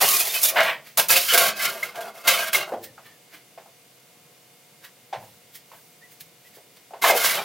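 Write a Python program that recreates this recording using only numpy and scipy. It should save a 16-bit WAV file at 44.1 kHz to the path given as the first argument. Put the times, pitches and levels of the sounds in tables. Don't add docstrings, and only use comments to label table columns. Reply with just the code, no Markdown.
import sys
import numpy as np
from scipy import signal
from scipy.fft import rfft, irfft, next_fast_len
from scipy.io import wavfile
from scipy.ndimage import map_coordinates

SR = 44100
rng = np.random.default_rng(int(sys.argv[2]) if len(sys.argv) > 2 else 0)


def log_audio(samples):
    frames = np.atleast_2d(samples).T
    limited = np.clip(frames, -1, 1)
    pcm = np.round(limited * 32767).astype(np.int16)
    wavfile.write(sys.argv[1], SR, pcm)


N = 328104
TIME = np.arange(N) / SR
AFTER = np.arange(SR // 2) / SR

# t/s, modes relative to plate/dB
MODE_FREEDOM = [(0, -33), (1.2, -16), (1.45, 5.5), (1.85, 2.5), (2.3, 4), (2.6, 3), (7.05, 17), (7.4, -9)]
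# f/Hz, relative level/dB per Hz
EDGE_SPECTRUM = [(1500, -26), (3500, -12), (5000, -3), (7000, -2), (8000, -5), (9200, -0.5), (11000, 0.5),
                 (13500, 2.5), (16000, -1.5)]
PLATE_SPECTRUM = [(300, -57), (750, -21), (1000, -16), (1450, -8), (1750, -3), (2200, 1), (2800, 3.5),
                  (4200, -1), (6000, -9.5), (12000, -33.5)]
BED_SPECTRUM = [(25, -49), (75, -67), (125, -20.5), (190, -14), (275, -22), (380, -7), (520, -3.5),
                (670, 1.5), (860, -6), (1300, -8), (3000, -39)]


def sliding():
    edge, ring, bed = pressure()
    catches = slips(rate=2200, spread_db=0.5, smooth=0.65)
    judder = amp(1.47 * wobble(90))
    grip = unit(wandering(catches, patchy_db=3.5, life=0.08)) * judder
    hiss_source = wandering(catches, patchy_db=1.0, life=0.11) * judder
    hiss = edge * coloured(hiss_source, EDGE_SPECTRUM)

    plate_source = grip + 0.45 * pings(count=1100, t60=0.14, spread_db=22.5)
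    plate = amp(-2.5) * ring * coloured(plate_source, PLATE_SPECTRUM)
    modes = amp(-4.5) * sheet_modes(ring * grip) / np.std(sheet_modes(grip))
    singing = amp(np.interp(TIME, *np.transpose(MODE_FREEDOM)))
    sheet_ring = (plate + singing * modes) / np.hypot(1, singing)

    rumble = amp(-0.5) * bed * coloured(grip, BED_SPECTRUM)
    return hiss + sheet_ring + rumble


# t/s, rise/s, hold/s, hiss level/dB, easing over the hold/dB,
# relative sheet ring over hiss/dB, relative bed rumble over hiss/dB
HAND_PUSHES = [ (0, 0.016, 0.027, -20.5, 0, -1, -3.5), (0.019, 0.07, 0.12, -18, 3, -8, -20.5),
               (.19, 0.021, .2, -25.5, 5.5, -4.5, -15.5), (0.326, 0.019, .02, -31, 0, 1, -7.5),
               (0.403, 0.019, 0.0072, -20.5, 1, -20, -24), (.428, 0.009, 0.056, -17, 2.5, -10.5, -16.5),
               (0.48, 0.056, .03, -41, 5.5, 0, 7.5), (0.97, 0.029, 0.0059, -18.5, 5.5, 0, -3.5),
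               (1.091, 0.014, 0.079, -17.5, 6, 2.5, -10.5), (1.173, 0.016, 0.11, -26.5, 2.5, -3.5, -24),
               (1.279, .01, 0.098, -24.5, 4.5, 3.5, -26), (1.322, 0.015, .012, -21, 0, 2.5, -3),
               (1.374, 0.0081, 0.11, -23, 1.5, 4, -3.5), (1.543, 0.1, 0.018, -28.5, -2.5, 6, -7.5),
               (1.672, 0.011, 0.17, -33, 18, 3, 0.5), (1.83, .01, 0.082, -45, 10, 9, 5),
               (1.937, 0.022, 0.14, -53, 0.5, 7, 14), (2.133, 0.039, 0.05, -47.5, 4, 1, 2),
               (2.229, 0.045, .005, -38.5, 7, 7.5, 5.5), (2.27, 0.0065, 0.21, -24.5, 11.5, 5, -5.5),
               (2.518, 0.029, 0.023, -30.5, -6, -10, -3.5), (2.564, 0.024, 0.038, -38.5, 0.5, 9, 6),
               (2.652, 0.026, 0.063, -56, 3, -2, 18), (7.013, 0.026, 0.072, -26, -3, 6, -4.5),
               (7.125, 0.04, 0.071, -26.5, 1.5, 3.5, -16.5), (7.234, 0.011, 0.12, -21, 9, 2, -10),
               (7.31, 0.079, 0.09, -39.5, 10.5, 7.5, 12), ]
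LAYER_T60_S = (0.07, 0.18, 0.13)


def pressure():
    power = np.zeros((3, N))
    for s, rise, hold, db, ease_db, ring_db, bed_db in HAND_PUSHES:
        for layer, layer_db, release in zip(power, (0, ring_db, bed_db), LAYER_T60_S):
            gain = amp(db + layer_db) * swell(s, rise, hold, ease_db, release)
            layer += gain ** 2
    return np.sqrt(power)


def swell(s, rise, hold, ease_db, release):
    t = TIME - s
    eased = ease_db * np.clip((t - rise) / max(hold, 0.001), 0, 1)
    released = 60 * np.maximum(t - rise - hold, 0) / release
    return np.clip(t / max(rise, 0.001), 0, 1) * amp(-np.minimum(eased + released, 200))


def slips(rate, spread_db, smooth):
    struck = rng.random(N) < rate / SR
    sizes = amp(spread_db * np.clip(rng.standard_normal(N), -2, 2))
    catches = struck * rng.choice([-1, 1], N) * sizes
    catches = filtered(catches, lambda hz: np.exp(-2j * np.pi * 0.7 * np.sqrt(hz)))
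    return unit(unit(catches) + smooth * rng.standard_normal(N))


def wandering(x, patchy_db, life):
    z = signal.stft(x, nperseg=2048)[2]
    band, frame = np.indices(z.shape)
    place = [band / 2.5, frame * 1024 / SR / max(life, 0.03)]
    field = map_coordinates(rng.standard_normal((420, 260)), place, order=1)
    return signal.istft(z * amp(patchy_db * unit(field)), nperseg=2048)[1][:len(x)]


def pings(count, t60, spread_db):
    out, t = np.zeros(N), AFTER[:SR // 10]
    for when, pitch, size, bend in rng.random((count, 4)):
        hz = 900 * 8 ** pitch
        phase = 2 * np.pi * hz * t * (1 + (bend - 0.5) * t)
        decay = amp(spread_db * size - 60 * t / t60)
        add(out, when * N / SR, decay * np.sin(phase))
    return unit(out)


# f/Hz, bandwidth/Hz, relative level/dB
MAIN_MODES = [(1167, 49, -4), (1290, 63, -2.5), (1404, 67, 2.5), (1588, 39, 7.5), (1825, 44, -13),
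              (2125, 16, -3), (2119, 73, 5), (2225, 39, -1), (2510, 100, -7), (2925, 53, -11),
              (3075, 37, -5.5), (3290, 100, -12.5), (3690, 41, -6), (3900, 35, -8), (4390, 50, -7.5),
              (4380, 13, -19), (4850, 23, -18), (4740, 36, -18), (5760, 59, -30), (6170, 30, -27),
              (6550, 130, -18)]


def sheet_modes(x):
    def response(hz):
        return sum(amp(db) * resonance(hz, centre, width) for centre, width, db in MAIN_MODES)
    return filtered(x, response)


# t/s, relative crash level/dB, relative ring over crash/dB
EDGE_HITS = [(.0115, -3, -16), (0.341, -9.5, -8), (0.4302, -1.5, -23), (0.6026, -27.5, 27.5),
             (0.6297, -15, 0), (0.973, -0.5, -6.5), (.9921, -7, 5.5), (1.084, -6, -14), (1.107, 0.5, -19),
             (1.1636, -2, -0.5), (1.3347, -2.5, -9), (1.3758, 0.5, 2.5), (1.6224, -11, -10),
             (1.829, -19, 7), (1.9556, -30, 13), (2.0065, -25.5, 7), (2.2764, -1.5, 8.5),
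             (2.2853, -14.5, 19), (2.5303, -5.5, 3), (2.5457, -14, 16.5), (7.02, -15.5, 10.5),
             (7.2436, -8.5, 7)]


def taps():
    out = np.zeros(N)
    for s, db, ring_db in EDGE_HITS:
        crash = burst(t60=0.18, attack=0.0009)
        body = blow(coloured(crash, PLATE_SPECTRUM))
        body += 1.46 * blow(sheet_modes(burst(t60=0.044, attack=0.00064)))
        body += 0.098 * blow(chime(t60=0.16, count=70))
        bright = blow(coloured(crash, EDGE_SPECTRUM))
        add(out, s, amp(db - 17) * (bright + amp(ring_db - 12) * body))
    return out


def chime(t60, count):
    pitch, phase = rng.random((2, count, 1))
    hz = 1200 * (15500 / 1200) ** pitch
    decay = amp(-60 * AFTER / t60 * (hz / 3000) ** 0.26)
    return np.sum(np.sin(2 * np.pi * (hz * AFTER + phase)) * decay, axis=0)


# t/s, rise/s, level/dB
BUCKLINGS = [(0.555, 0.015, -16.5), (0.634, 0.026, -21.5)]
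# f/Hz, relative level/dB per Hz
FLEX_SPECTRUM = [(30, -42), (70, -51), (130, -23.5), (280, -21), (480, -6.5), (670, 0.5), (1000, -1.5),
                 (1500, 0), (2100, 3), (3200, -5.5), (4500, -16), (6500, -27), (9000, -28.5), (15000, -22)]


def flip():
    snaps = wandering(slips(rate=1000, spread_db=1.0, smooth=0.76), patchy_db=3.5, life=0.0621)
    swings = [amp(db) * swell(s, rise, hold=0.04, ease_db=0, release=0.2) for s, rise, db in BUCKLINGS]
    bending = np.linalg.norm(swings, axis=0)
    return bending * coloured(snaps, FLEX_SPECTRUM)


# t/s, length/s, nominal f/Hz, relative level/dB
STICK_SLIPS = [(.048, 0.16, 1097, -29), (0.072, .13, 1208, -30.5), (0.347, 0.043, 2470, -24.5),
               (1.149, 0.043, 2580, -18), (1.284, 0.075, 3010, -19), (1.287, 0.17, 1416, -27.5),
               (1.592, 0.037, 2080, -27), (1.827, .017, 2072, -19), (2.003, .018, 2880, -44),
               (2.024, .018, 3260, -44), (2.279, 0.096, 2130, -27), (2.364, 0.1, 1550, -30),
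               (2.54, 0.026, 2125, -15), (2.813, 0.11, 1790, -50.5), (3.029, 0.15, 1757, -54),
               (5.738, .07, 1595, -56), (6.011, 0.077, 1906, -47.5), (6.446, .045, 1930, -51),
               (7.17, 0.13, 1422, -31)]


def squeals():
    out = np.zeros(N)
    drift, rough = wobble(160), amp(2.5 * wobble(200))
    for s, length, hz, db in STICK_SLIPS:
        u = np.clip((TIME - s) / length, 0, 1)
        on = (u > 0) & (u < 1)
        arch = np.sin(np.pi * u[on]) - 0.6
        pitch_hz = hz * (1 + 0.026 * drift[on] + 0.063 * arch)
        phase = 2 * np.pi * np.cumsum(pitch_hz) / SR
        envelope = np.sin(np.pi * u[on] ** 0.67) * rough[on]
        out[on] += amp(db - 2) * envelope * np.sin(phase)
    return out


# t/s, relative level/dB, main resonance f/Hz,
# contact cut-off f/Hz, number of contacts; the first contact has these frequencies
BRAKE_KNOCKS = [(.017, -21.5, 774, 1380, 1), (2.721, -23.5, 527, 560, 2), (2.979, -42.5, 1280, 1280, 1),
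                (3.576, -39, 690, 1600, 1), (3.659, -48.5, 720, 1000, 1), (5.127, -30.5, 768, 2020, 1),
                (5.132, -27.5, 804, 1290, 1), (5.226, -44.5, 840, 1200, 1), (5.716, -44.5, 1080, 2200, 2),
                (6.571, -46.5, 457, 600, 1), (6.908, -43, 764, 800, 1), (6.935, -32, 764, 1110, 1),
                (7.04, -13, 980, 2300, 1), (7.047, -20, 1730, 2400, 1), (7.061, -18, 1100, 2200, 1),
                (7.099, -16, 678, 1000, 4)]
FREE_KNOCK_T60_S = 0.17
BOUNCE_S, BOUNCE_LOSS_DB, BOUNCE_SOFTENING = 0.0175, 2, 0.906


def knocks():
    out = np.zeros(N)
    for s, db, pitch_hz, cutoff_hz, contacts in BRAKE_KNOCKS:
        count = max(round(contacts), 1)
        t60 = FREE_KNOCK_T60_S / np.sqrt(count)
        for k in range(count):
            soft = BOUNCE_SOFTENING ** k
            hit = knock(soft * pitch_hz, soft * cutoff_hz, t60)
            add(out, s + k * BOUNCE_S, amp(db - 5.0 - k * BOUNCE_LOSS_DB) * hit)
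    return out


# f/Hz, relative level/dB per Hz
FRAME_SPECTRUM = [(30, -52), (80, -68), (130, -16.5), (280, -18), (450, -5), (750, 2.5), (1200, -9.5),
                  (2000, -8), (3500, -6.5), (7000, -6.5), (16000, -9)]


def knock(pitch_hz, cutoff_hz, t60):
    thud = coloured(burst(t60, attack=0.0019), FRAME_SPECTRUM)
    thud = signal.lfilter(*signal.butter(2, min(0.6 * pitch_hz, SR / 4), 'high', fs=SR), thud)
    thud = blow(signal.lfilter(*signal.butter(2, min(cutoff_hz, SR / 4), fs=SR), thud))
    kick = signal.unit_impulse(len(AFTER)) + 0.12 * burst(t60=0.018, attack=0.0006)
    part = blow(filtered(kick, lambda hz: resonance(hz, pitch_hz, 85) * resonance(hz, pitch_hz, 550)))
    return 0.87 * thud + 0.87 * part


# peak t/s, relative level/dB, decay t60/s, brightness/dB per octave
LIGHT_RUBS = [(0.873, -45, .25, 0.5), (2.842, -35.5, .11, 4.5), (3.064, -48.5, 0.22, -2.5),
              (3.342, -43.5, 0.19, -1.5), (4.847, -42, 0.13, -0.5), (5.246, -55, 0.9, 5),
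              (5.555, -39.5, 0.13, 5), (5.76, -55, 1, 13), (6.121, -50, .2, 5), (6.21, -38, .075, 4.5),
              (6.263, -57.5, 0.15, 2.5), (6.465, -55, 0.32, 3), (6.557, -48.5, .19, 2.5),
              (6.771, -50, .08, -0.5)]
# f/Hz, relative level/dB per Hz
RUB_SPECTRUM = [(25, -46), (70, -26), (150, -4), (300, -6.5), (900, -1.5), (2200, 3.5), (4500, -0.5),
                (8000, -7.5), (15000, -2)]
RUB_RISE, RUB_HZ = 0.19, 2050


def scuffs():
    out = np.zeros(N)
    t = AFTER - AFTER[-1] / 4
    for s, db, length, bright_db in LIGHT_RUBS:
        shape = amp(np.minimum(20 * t / (RUB_RISE * length), -60 * t / length))
        rub = wandering(rng.standard_normal(len(t)), patchy_db=3, life=0.046)
        rub = filtered(rub, lambda hz: 1 + 0.39 * resonance(hz, RUB_HZ, RUB_HZ / 4))
        add(out, s + t[0], amp(db + 1.5) * shape * coloured(rub, RUB_SPECTRUM, bright_db))
    return out


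# t/s, level/dB, t60/s
FLOOR_BLOWS = [(0.019, -56, 0.86), (.56, -59, 0.41), (1.109, -61, 0.18), (1.37, -64, 0.15),
               (2.277, -60, 0.13), (2.729, -58, 1.0), (5.165, -50, 0.33), (6.21, -61, 0.18)]
# f/Hz, relative level/dB per Hz
FLOOR_SPECTRUM = [(25, -27), (60, -26), (100, 0), (160, 0), (300, -22), (900, -50)]


def thumps():
    out = np.zeros(N)
    for s, db, t60 in FLOOR_BLOWS:
        add(out, s, amp(db) * blow(coloured(burst(t60, attack=0.0023), FLOOR_SPECTRUM)))
    return out


# f/Hz, t60/s
REVERBERATION = [(150, 0.77), (550, 0.35), (1500, 0.22), (4000, 0.22), (12000, 0.12)]


def room(x):
    hz, t, z = signal.stft(rng.standard_normal(SR), SR, nperseg=256)
    decay = amp(-60 * t / along(REVERBERATION, hz)[:, None])
    tail = signal.istft(z * decay, SR, nperseg=256)[1]
    tail = np.pad(tail, (SR // 200, 0))
    return signal.fftconvolve(x, tail / np.linalg.norm(tail))[:N]


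# f/Hz, side level/dB
SIDE_LEVEL = [(100, -22), (350, -28), (700, -31), (1400, -25), (2800, -19), (5600, -13), (10000, -8.5),
              (14000, -4.8)]
# f/Hz, left over right/dB
LEFT_BIAS = [(1700, 0), (2800, -1.6), (5500, -2), (10000, -1.1)]


def ports(x):
    side = np.zeros(N)
    for _ in range(3):
        near = burst(t60=0.03, attack=0.0005)
        reflection = signal.fftconvolve(x, near / np.linalg.norm(near))[:N]
        side += unit(wobble(100)) * reflection / np.sqrt(3)
    side = filtered(side, lambda hz: amp(along(SIDE_LEVEL, hz)))
    pair = np.array([x + side, x - side])
    return filtered(pair, lambda hz: amp(np.outer([1, -1], along(LEFT_BIAS, hz)) / 2))


# f/Hz, relative level/dB
BUZZ_TONES = [(479.1, -66.5), (721.4, -67), (2159, -68.5), (2401, -71.5), (2880, -72), (3601, -71),
              (4560, -74.5), (4802, -76)]
# f/Hz, relative level/dB per Hz
AIR_SPECTRUM = [(15, -68), (25, -35.5), (64, -32), (134, -3), (270, -10), (476, -9), (516, -7.5),
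                (734, -12.5), (1790, -16.5), (2110, -11.5), (2280, -16.5), (2480, -14.5), (2760, -13.5),
                (3620, -15.5), (16000, -18)]
# f/Hz, left-right correlation (0 to 1)
AIR_COHERENCE = [(60, 1), (240, 0.84), (950, 0.54), (3770, 0.44), (15000, 0.33)]


def background():
    a, b = (coloured(rng.standard_normal(N), AIR_SPECTRUM) for _ in range(2))

    def angle(hz):
        return np.arccos(np.clip(along(AIR_COHERENCE, hz), -1, 1)) / 2

    mid = filtered(a, lambda hz: np.cos(angle(hz)))
    side = filtered(b, lambda hz: np.sin(angle(hz)))
    air = amp(-54.0) * np.array([mid + side, mid - side])
    buzz = np.zeros(N)
    for hz, db in BUZZ_TONES:
        buzz += amp(db) * np.sqrt(2) * np.sin(2 * np.pi * hz * TIME + 0.35 * wobble(5))
    return air + amp(-3.5) * buzz


def amp(db):
    return 10 ** (np.asarray(db) / 20)


def unit(x):
    return x / np.sqrt(np.mean(x ** 2) + 1e-20)


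def blow(x):
    return x / np.sqrt(np.mean(x[:SR // 50] ** 2))


def along(points, hz):
    f, v = np.transpose(points)
    return np.interp(np.log(hz + 1), np.log(f + 1), v)


def wobble(rate):
    knots = rng.standard_normal(int(N * rate / SR) + 4)
    steps = np.arange(0, len(knots) - 1, 0.125)
    return np.interp(TIME * rate, steps, map_coordinates(knots, [steps]))


def filtered(x, response):
    n = x.shape[-1]
    m = next_fast_len(n + SR // 4)
    return irfft(rfft(x, m) * response(np.fft.rfftfreq(m, 1 / SR)), m)[..., :n]


def coloured(x, points, tilt_db=0):
    def response(hz):
        octaves = np.log2(np.clip(hz, 250, 8000) / 1000)
        return amp(along(points, hz) + tilt_db * octaves)
    return unit(filtered(x, response))


def resonance(hz, centre, width):
    return 1j * hz * width / (centre ** 2 - hz ** 2 + 1j * hz * width)


def burst(t60, attack):
    return rng.standard_normal(len(AFTER)) * amp(-60 * AFTER / t60) * (1 - np.exp(-AFTER / attack))


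def add(track, s, sound):
    part = track[max(round(s * SR), 0):][:len(sound)]
    part += sound[:len(part)]


def scene():
    sheet = sliding() + taps() + flip() + squeals()
    brake = knocks() + scuffs() + thumps()
    reverberant = room(amp(-11.5) * sheet + amp(-9.5) * brake)
    return ports(sheet + brake + reverberant) + background()


def record(dry):
    rounded = dry / (1 + (dry / 0.95) ** 6) ** (1 / 6)
    return filtered(rounded, lambda hz: hz < 16000)


dry = scene()
out = record(dry)
log_audio(out)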